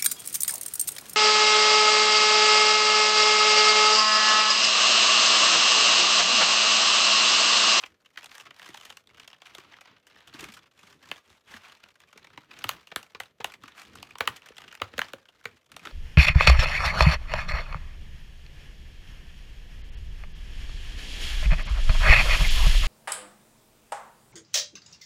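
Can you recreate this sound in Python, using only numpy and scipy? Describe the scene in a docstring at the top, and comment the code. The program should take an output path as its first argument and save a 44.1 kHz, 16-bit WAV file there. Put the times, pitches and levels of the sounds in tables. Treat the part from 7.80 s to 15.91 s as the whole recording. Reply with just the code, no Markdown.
"""Hands open a cardboard and paper package close to a small microphone in a quiet room.
Light snaps and crinkles come first, then a loud snap at 3.3 s, the loudest from 4.8 to 7.2 s, and a few to the end.
Snaps and crinkles are short noise bursts that ring the card; knocks of the box are fading tones. All three
spread as bending waves, treble first and bass last. Fingers slide and the box flexes as surging noise.
Desk and walls answer briefly, and still air hisses softly throughout."""
import sys
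import numpy as np
from scipy import signal
from scipy.fft import rfft, irfft, next_fast_len
from scipy.io import wavfile
from scipy.ndimage import map_coordinates

SR = 44100
rng = np.random.default_rng(int(sys.argv[2]) if len(sys.argv) > 2 else 0)


def unload_wav(signal):
    """Save mono or channel-first audio to the path in sys.argv[1] as 16-bit WAV at rate SR, clipped to [-1, 1]."""
    wavfile.write(
        sys.argv[1],
        SR,
        np.round(np.clip(np.atleast_2d(signal).T, -1, 1) * 32767).astype(np.int16),
    )


def rack_gain(trim_db):
    """Turn a fader trim in dB into the linear factor to multiply a signal by."""
    fader = np.asarray(trim_db, float)
    return 10 ** (fader / 20)


N = 357651  # length [samples]

# Strong creases that buckle, before the card spreads the sound:
# (time [s], level [dB], card ring [Hz], dry crack over that level [dB])
SNAPS = [(0.025, -33, 2900, -21), (0.0346, -24, 2470, -42), (0.0583, -37, 2820, -9),
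         (0.2574, -43.5, 2830, -13), (0.3562, -41, 1790, -25), (0.3719, -24.5, 1570, -20),
         (0.3817, -46, 1920, -2), (0.427, -40, 3430, -6), (0.441, -34, 2470, -3.5),
         (0.4572, -36, 3820, -4.5), (0.513, -36, 2530, -18), (0.5496, -37.5, 1700, -3),
         (0.5792, -34, 1870, 0), (0.596, -37.5, 2970, -10), (0.657, -38, 1900, -33),
         (0.7046, -38.5, 2380, -16), (0.794, -36, 1960, -10.5), (0.815, -34.5, 2550, -16),
         (0.8575, -38, 3100, -16), (0.886, -36.5, 1900, -6.5), (0.942, -31.5, 850, -11),
         (0.9688, -33.5, 3020, -8.5), (1.0088, -36.5, 3160, -9), (1.0215, -45, 2600, -5),
         (1.0488, -35, 3100, -6), (1.0996, -32.5, 3320, -7.5), (1.1225, -40.5, 2670, -7),
         (1.1684, -36, 2970, -3), (1.2702, -42, 3550, -8.5), (1.3957, -34, 2650, -13),
         (1.475, -36, 3350, -5), (1.528, -35.5, 2960, -22), (1.6165, -37, 1140, -14),
         (1.663, -37.5, 2520, -11), (1.7466, -31.5, 3580, -7.5), (1.7809, -33.5, 1240, -6.5),
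         (1.9376, -34, 1830, -41), (1.984, -40, 1310, -40), (2.0072, -38.5, 2210, -10),
         (2.266, -45.5, 2980, -2.5), (2.36, -41, 1900, -39), (2.4713, -41, 3100, -6),
         (2.536, -33, 4350, -15), (2.5917, -44, 2790, 1.5), (2.6048, -37.5, 3730, 5),
         (2.6388, -30.5, 2330, -5.5), (2.7176, -42, 2390, -2), (2.7357, -41, 3520, 0),
         (2.765, -40, 1334, -9), (2.9883, -44, 2490, -6), (3.3126, -17.5, 2400, -17),
         (3.7376, -31, 1710, -30), (4.0352, -39, 2620, -10.5), (4.153, -48.5, 1720, -11),
         (4.2007, -46.5, 2200, -3), (4.233, -46, 1600, -18), (4.326, -38.5, 1360, -14),
         (4.3729, -35, 2240, -5.5), (4.4683, -40, 2450, -16), (4.574, -29.5, 1010, -28),
         (4.7104, -35, 2500, -31), (4.7323, -41, 2670, -13), (4.762, -44, 2540, -17),
         (4.7874, -39, 2470, 4.5), (4.8397, -17, 1320, -8), (4.8902, -9.5, 1250, -7.5),
         (4.9284, -40.5, 1510, -7), (5.069, -37, 2860, -9.5), (5.114, -29.5, 710, -44),
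         (5.1592, -13, 1070, -4.5), (5.227, -38.5, 2870, -1), (5.3468, -29, 1110, -51),
         (5.3998, -18, 1880, -9.5), (5.4325, -37.5, 2750, -10), (5.6005, -27, 850, -27),
         (5.6429, -11.5, 935, -6.5), (5.7184, -37, 2600, -8.4), (5.7354, -33.5, 2160, -14),
         (5.8335, -32, 1330, -16), (5.8755, -35, 1500, -11.5), (6.1526, -36, 1410, -6),
         (6.2252, -28, 2680, -8), (6.3048, -35.5, 2470, -17), (6.3528, -27, 1000, -37),
         (6.3825, -33.5, 3180, 2), (6.4054, -6.5, 1670, -26.5), (6.4736, -7.5, 3040, -17),
         (6.56, -40, 2920, 2.5), (6.6182, -38, 2740, -15), (6.6568, -38, 1600, -7),
         (6.6855, -35.5, 2700, -5), (6.7647, -37.5, 3110, -11), (6.7793, -33, 2860, -6.5),
         (6.8159, -37.5, 2970, -11), (6.8373, -35.5, 3070, -27), (6.8767, -36.5, 2940, -17),
         (6.9112, -38, 2930, -21), (6.924, -34.5, 1410, -9), (6.9497, -32, 2850, -4.5),
         (6.998, -35.5, 2060, -34), (7.016, -10, 1200, -24), (7.1337, -35, 774, -38),
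         (7.178, -19.5, 725, -10.5), (7.1901, -10, 1500, -14), (7.2149, -9.5, 1680, -40),
         (7.333, -23, 1580, -14), (7.453, -43.5, 1490, -18), (7.4849, -42.5, 2970, -16),
         (7.61, -49, 1500, -9), (7.6395, -43, 1270, -8), (7.6531, -18.5, 2230, -17),
         (7.9157, -35.5, 1660, -6.5), (7.9625, -30, 2400, -3.5), (7.9915, -39, 2530, -10),
         (8.0495, -28.5, 1310, -15), (8.0692, -23, 1440, -35)]
# Tone colour of creased card: (frequency [Hz], relative level [dB])
CARD = [(200, -19.5), (400, -12.5), (650, -5.5), (1200, -0.5), (3200, -3.5), (4600, -11.5), (6500, -21),
        (9000, -37.5)]
# Tone colour of a dry crack or paper hiss: (frequency [Hz], relative level [dB])
CRACK = [(3000, -2), (5500, 10), (7000, 9.5), (9500, 3.5), (15000, -2), (17000, -43.5)]


def unit(x):
    """Scales a sound to an rms of 1."""
    return x / np.sqrt(np.mean(x ** 2) + 1e-20)


def along(points, hz):
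    """Reads (frequency, value) points as a curve on a log frequency axis."""
    point_hz, value = np.transpose(points)
    return np.interp(np.log(hz + 1), np.log(point_hz + 1), value)


def bell(hz, at_hz, width):
    """A bump of height 1 on a log frequency axis."""
    return np.exp(-(np.log((hz + 1) / at_hz) / width) ** 2)


def filtered(x, response):
    """Multiplies the spectrum of x by a response to frequency."""
    size = next_fast_len(x.shape[-1] + 8192)
    hz = np.fft.rfftfreq(size, 1 / SR)
    return irfft(rfft(x, size) * response(hz), size)[..., :x.shape[-1]]


def hiss(spectrum):
    """Noise coloured by a spectrum, with an rms of 1."""
    return unit(filtered(rng.standard_normal(N), lambda hz: rack_gain(along(spectrum, hz))))


def wobble(rate):
    """A smooth random curve with rate random points a second."""
    return map_coordinates(rng.standard_normal(N // 100), [np.arange(N) * rate / SR])


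def laid(sounds, time_s, lead):
    """Adds rows of sound at their times; each row starts lead samples early."""
    at = np.round(time_s * SR).astype(int) + np.arange(sounds.shape[1])
    return np.bincount(at.ravel(), sounds.ravel(), N + 2 * sounds.shape[1])[lead:lead + N]


def snaps():
    """Strong creases buckle, each giving way for a slightly different time."""
    typical_t60_s, spread = 0.021, 0.48
    t60_s = typical_t60_s * np.exp(spread * rng.standard_normal((len(SNAPS), 1)))
    return buckles(np.hstack([SNAPS, t60_s]), ring_db=10.0, ring_width=0.16, size=4096)


def buckles(rows, ring_db, ring_width, size):
    """Each crease bursts, ringing the card with a dry crack; strong ones start with a jump."""
    time_s, db, ring_hz, crack_db, t60_s = np.transpose(rows)[:, :, None]
    lead = size // 8  # silence ahead of each burst
    t = np.maximum(np.arange(size) - lead, 0) / SR
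    hard = np.clip((db + 28.5) / 16, 0, 1)  # 0 for weak creases, 1 for the strongest
    t60_s = np.clip(t60_s, .005, .09)
    rise = 1 - np.exp(-t / (.0001 + 0.044 * t60_s * (1 - hard)))  # long weak creases creep in

    hz = np.fft.rfftfreq(size, 1 / SR)
    jolt = 5 * bell(hz, 2960, 0.074) - 9 * bell(hz, 5300, 0.14) + 11 * bell(hz, 23000, 0.87)
    jolt_db = hard * jolt  # stiff board struck suddenly
    card_db = along(CARD, hz) + (ring_db - 3 * hard) * bell(hz, ring_hz, ring_width)

    draws = rng.standard_normal((len(rows), size + size // 32))
    jerks = np.repeat(draws[:, size:], 32, axis=1)
    noise = draws[:, :size] * rack_gain(3.9 * jerks)  # fibres give way in tiny jerks

    def burst(colour_db, level_db, jump, jump_s):
        fade = rack_gain(-60 * t / t60_s) + 2.0 * hard * rack_gain(-60 * t / jump_s)
        push = rise * noise * fade
        push[:, lead + 8] += jump * hard[:, 0]
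        part = irfft(rfft(push) * rack_gain(colour_db + jolt_db), size)
        return rack_gain(level_db) * part / np.abs(part).max(axis=1, keepdims=True)

    ring = burst(card_db, db, jump=7, jump_s=.008)
    crack = burst(along(CRACK, hz), db + crack_db, jump=12, jump_s=.004)
    return laid(ring + crack, time_s, lead)


def crinkles(count, spread_db, mean_hz):
    """Many small creases buckle at chance moments, with uneven sizes, as the hands pull."""
    draws = rng.random((count, 5))
    time_s = draws[:, 0] * N / SR
    times, crinkle_db, hiss_db, *_ = hands()
    db = np.interp(time_s, times, crinkle_db) + 7.0 - spread_db * np.log(draws[:, 1] + 0.075)
    ring_hz = mean_hz * np.exp(1.84 * (draws[:, 2] - .5))
    crack_db = np.interp(time_s, times, hiss_db) + .7 + 12 * (draws[:, 3] - .5)
    t60_s = 0.013 + 0.023 * draws[:, 4]
    rows = np.transpose([time_s, db, ring_hz, crack_db, t60_s])
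    return buckles(rows, ring_db=9.5, ring_width=0.096, size=1024)


def hands():
    """Times and levels [dB] of crinkle, hiss over crinkle, slide and flexing: pulls, settling, rest."""
    # Pulls of the hands, levels before each sound's own trim: (start [s], length [s], crinkle level [dB],
    # paper hiss over crinkle [dB], finger slide over crinkle [dB], box flexing level [dB])
    pulls = [(0.0, 0.054, -57, -9, -3.5, -70), (0.366, 0.1, -53.5, -19, -15, -67),
             (0.508, 0.11, -50, -10, -5.5, -86), (0.647, 0.092, -52, -24, -15, -72),
             (0.742, 0.41, -53.5, -11.5, -4.5, -71), (1.274, 0.3, -56.5, -18, -12, -70.5),
             (1.615, 0.32, -57, -16, -4, -78), (1.852, .15, -57.5, -26, -4.5, -64.5),
             (2.033, 0.14, -56, -36, -5, -64.5), (2.255, 0.58, -57, -20, -7.5, -70),
             (2.543, 0.16, -47.5, -12.5, -3.5, -56.5), (2.707, .07, -61.5, -13, -10, -65.5),
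             (2.963, 0.21, -57.5, -9.5, -4.5, -67), (3.22, 0.16, -56, -11.5, -6, -61),
             (3.441, 0.14, -63.5, -9.5, -1, -74), (3.678, 0.1, -53.5, -12, 1, -63),
             (3.794, 0.16, -54.5, -15.5, -1.5, -64), (3.999, 0.078, -59.5, -22, -4, -70),
             (4.212, 0.089, -62, -15, -12, -73), (4.334, 0.31, -57, -18, -9.5, -68),
             (4.693, 0.26, -50.5, -16.5, -5, -59.5), (5.262, 0.032, -59, -9, -14, -78),
             (5.83, .13, -55, -22, -6, -63), (5.962, 0.068, -48, -10, -4, -62),
             (6.042, 0.29, -57.5, -16, -4.5, -58), (6.625, 0.088, -54, -23, -4.5, -74),
             (6.766, .13, -57.5, -16, -3.5, -64.5), (6.928, 0.086, -51, -20, -16, -70),
             (7.116, 0.068, -56, -18, -4, -55.5), (7.502, 0.3, -73, -32, -1, -73),
             (7.909, 0.083, -56.5, -16, -8, -61), (8.025, 0.13, -50, -13, -2.5, -56.5)]
    # Settling card, over its crinkle: (hiss [dB], slide [dB], flexing [dB])
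    settle_over_db = (-17.5, 0.5, -7.5)
    # Hands at rest: (crinkle [dB], hiss [dB], slide [dB], flexing [dB])
    rest_db = (-72, -82.5, -83.5, -74.5)
    t = np.arange(0, N, 128) / SR
    start, length, crinkle_db, hiss_db, slide_db, flex_db = np.transpose(pulls)[:, :, None]

    # a pull swells to its middle, starts and ends quickly
    arch_db, rise_db_per_s, fall_db_per_s = 6, 603, 297.5
    early, late = np.maximum(start - t, 0), np.maximum(t - start - length, 0)
    arch = np.clip(2 * (t - start) / length - 1, -1, 1) ** 2
    pull_db = -arch_db * arch - rise_db_per_s * early - fall_db_per_s * late

    # after a snap the card settles: level under the snap, then a steady fade
    settle_db, settle_db_per_s = -39, 150.5
    snap_s, snap_db = np.transpose(SNAPS)[:2, :, None]
    fading_db = snap_db + settle_db - settle_db_per_s * np.abs(t - snap_s)
    settle = np.sum((t > snap_s) * rack_gain(fading_db) ** 2, axis=0)

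    def total_db(level, over, rest):
        pulling = np.sum(rack_gain(level + pull_db) ** 2, axis=0)
        return 10 * np.log10(pulling + settle * rack_gain(over) ** 2 + rack_gain(rest) ** 2)

    levels = (crinkle_db, crinkle_db + hiss_db, crinkle_db + slide_db, flex_db)
    crinkle, bright, slide, flex = map(total_db, levels, (0, *settle_over_db), rest_db)
    return t, crinkle, bright - crinkle, slide, flex


def thumps(boom_hz):
    """The box walls ring for a few cycles and push the desk, which booms around boom_hz."""
    # Box knocks, before the lifts below: (time [s], level [dB], wall ring [Hz], desk boom over wall [dB])
    knocks = [(0.886, -43.5, 350, -34), (1.778, -43, 370, -33), (2.539, -41, 304, -34),
              (2.625, -39.5, 320, -19), (2.683, -43, 220, -28), (3.029, -54.5, 192, -7),
              (3.736, -44, 230, -8), (4.354, -48, 440, -27), (4.573, -44, 286, -41),
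              (4.843, -40.5, 290, -4), (5.115, -42, 450, -38), (5.344, -42, 433, -19),
              (5.397, -36.5, 510, -23), (5.597, -36.5, 460, -19), (5.64, -38.5, 416, -29),
              (5.832, -45, 278, -16), (6.4, -30.5, 496, -19.5), (6.476, -39.5, 445, -8),
              (6.7, -41.5, 476, -19), (7.011, -26.5, 539, -14.5), (7.133, -41.5, 549, -7.5),
              (7.178, -25.5, 522, -50), (7.333, -32.5, 530, -30), (7.651, -32, 470, -23.5),
              (8.057, -39.5, 342, -29)]
    time_s, db, wall_hz, boom_db = np.transpose(knocks)[:, :, None]
    t = np.arange(8192) / SR
    draws = rng.random((len(knocks), 3))
    wall = np.sin(2 * np.pi * (wall_hz * t + draws[:, :1]))
    wall += 0.36 * np.sin(2 * np.pi * (0.46 * wall_hz * t + draws[:, 1:2]))
    boom = np.sin(2 * np.pi * boom_hz * (0.73 + 0.68 * draws[:, 2:]) * t)
    # the wall loses 60 dB in 11 cycles, the boom in 0.13 s
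    wall *= rack_gain(db + 5.5 - 60 * t * wall_hz / 11) * (1 - np.exp(-t * wall_hz / 0.52))
    boom *= rack_gain(db + boom_db + 6.5 - 60 * t / 0.13) * (1 - np.exp(-t / 0.0029))
    return laid(wall + boom, time_s, 0)


def rubbing():
    """Fingers slide on the paper and the box flexes, both as noise in uneven surges."""
    # Tone colour of the flexing box: (frequency [Hz], relative level [dB])
    thud = [(35, -1), (80, 3), (250, -1.5), (480, -4), (900, -55.5)]
    times, _, *curves = hands()
    t = np.arange(N) / SR
    hiss_db, slide_db, flex_db = (np.interp(t, times, curve) for curve in curves)
    paper = hiss(CARD) + rack_gain(hiss_db + 0.5) * hiss(CRACK)
    slide = rack_gain(slide_db + 1.66 * wobble(60)) * paper
    flexing = rack_gain(flex_db + 3.5 * wobble(16)) * hiss(thud)
    return slide + flexing


def bending(x, lag_s, at_hz):
    """Bending waves travel at a speed that grows as the root of frequency: lag_s late at at_hz."""
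    return filtered(x, lambda hz: np.exp(-4j * np.pi * lag_s * np.sqrt(at_hz * hz)))


def room(x, first_s, piece=8192):
    """Desk and walls: each frequency dies at its own speed, a new tail per piece as the hands move."""
    # Time to fade by 60 dB: (frequency [Hz], time [s])
    fade_times = [(100, 0.34), (700, 0.18), (3000, 0.093), (12000, 0.16)]
    out = np.zeros(N + SR)
    for start in range(0, N, piece):
        hz, t, z = signal.stft(rng.standard_normal(SR // 4), SR, nperseg=256)
        fade = rack_gain(-60 * t / along(fade_times, hz)[:, None])
        tail = signal.istft(z * fade, SR, nperseg=256)[1]
        wet = signal.fftconvolve(x[start:start + piece], tail / np.linalg.norm(tail))
        out[start + round(first_s * SR):][:len(wet)] += wet
    return out[:N]


def still_air():
    """The quiet background is steady coloured noise."""
    # Tone colour of the background: (frequency [Hz], relative level [dB])
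    air_colour = [(18, -47), (30, 6), (107, 6), (593, 26), (1570, -14.5), (2810, -56), (13700, 2.5),
                  (15200, -61), (16500, -63)]
    return rack_gain(-77.5) * hiss(air_colour)


def scene():
    """The package, its echo and the still air."""
    creases = snaps() + crinkles(count=700, spread_db=4.5, mean_hz=2380)
    struck = creases + thumps(boom_hz=94)
    package = bending(struck, lag_s=.0035, at_hz=1014) + rubbing()
    echo = rack_gain(-12) * room(package, first_s=.003)
    return (package + echo + still_air())[None]


def band_limit(x):
    """A steep low-pass at the top of the band."""
    return signal.sosfilt(signal.butter(12, 17170, fs=SR, output="sos"), x)


def record(dry):
    """The small microphone drops the deepest bass and keeps nothing above its band limit."""
    bass_hz, top_hz = 42, 16700
    heard = filtered(dry, lambda hz: (1j * hz / (bass_hz + 1j * hz)) ** 3 * (hz < top_hz))
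    return band_limit(heard)


dry = scene()
out = record(dry)
unload_wav(out)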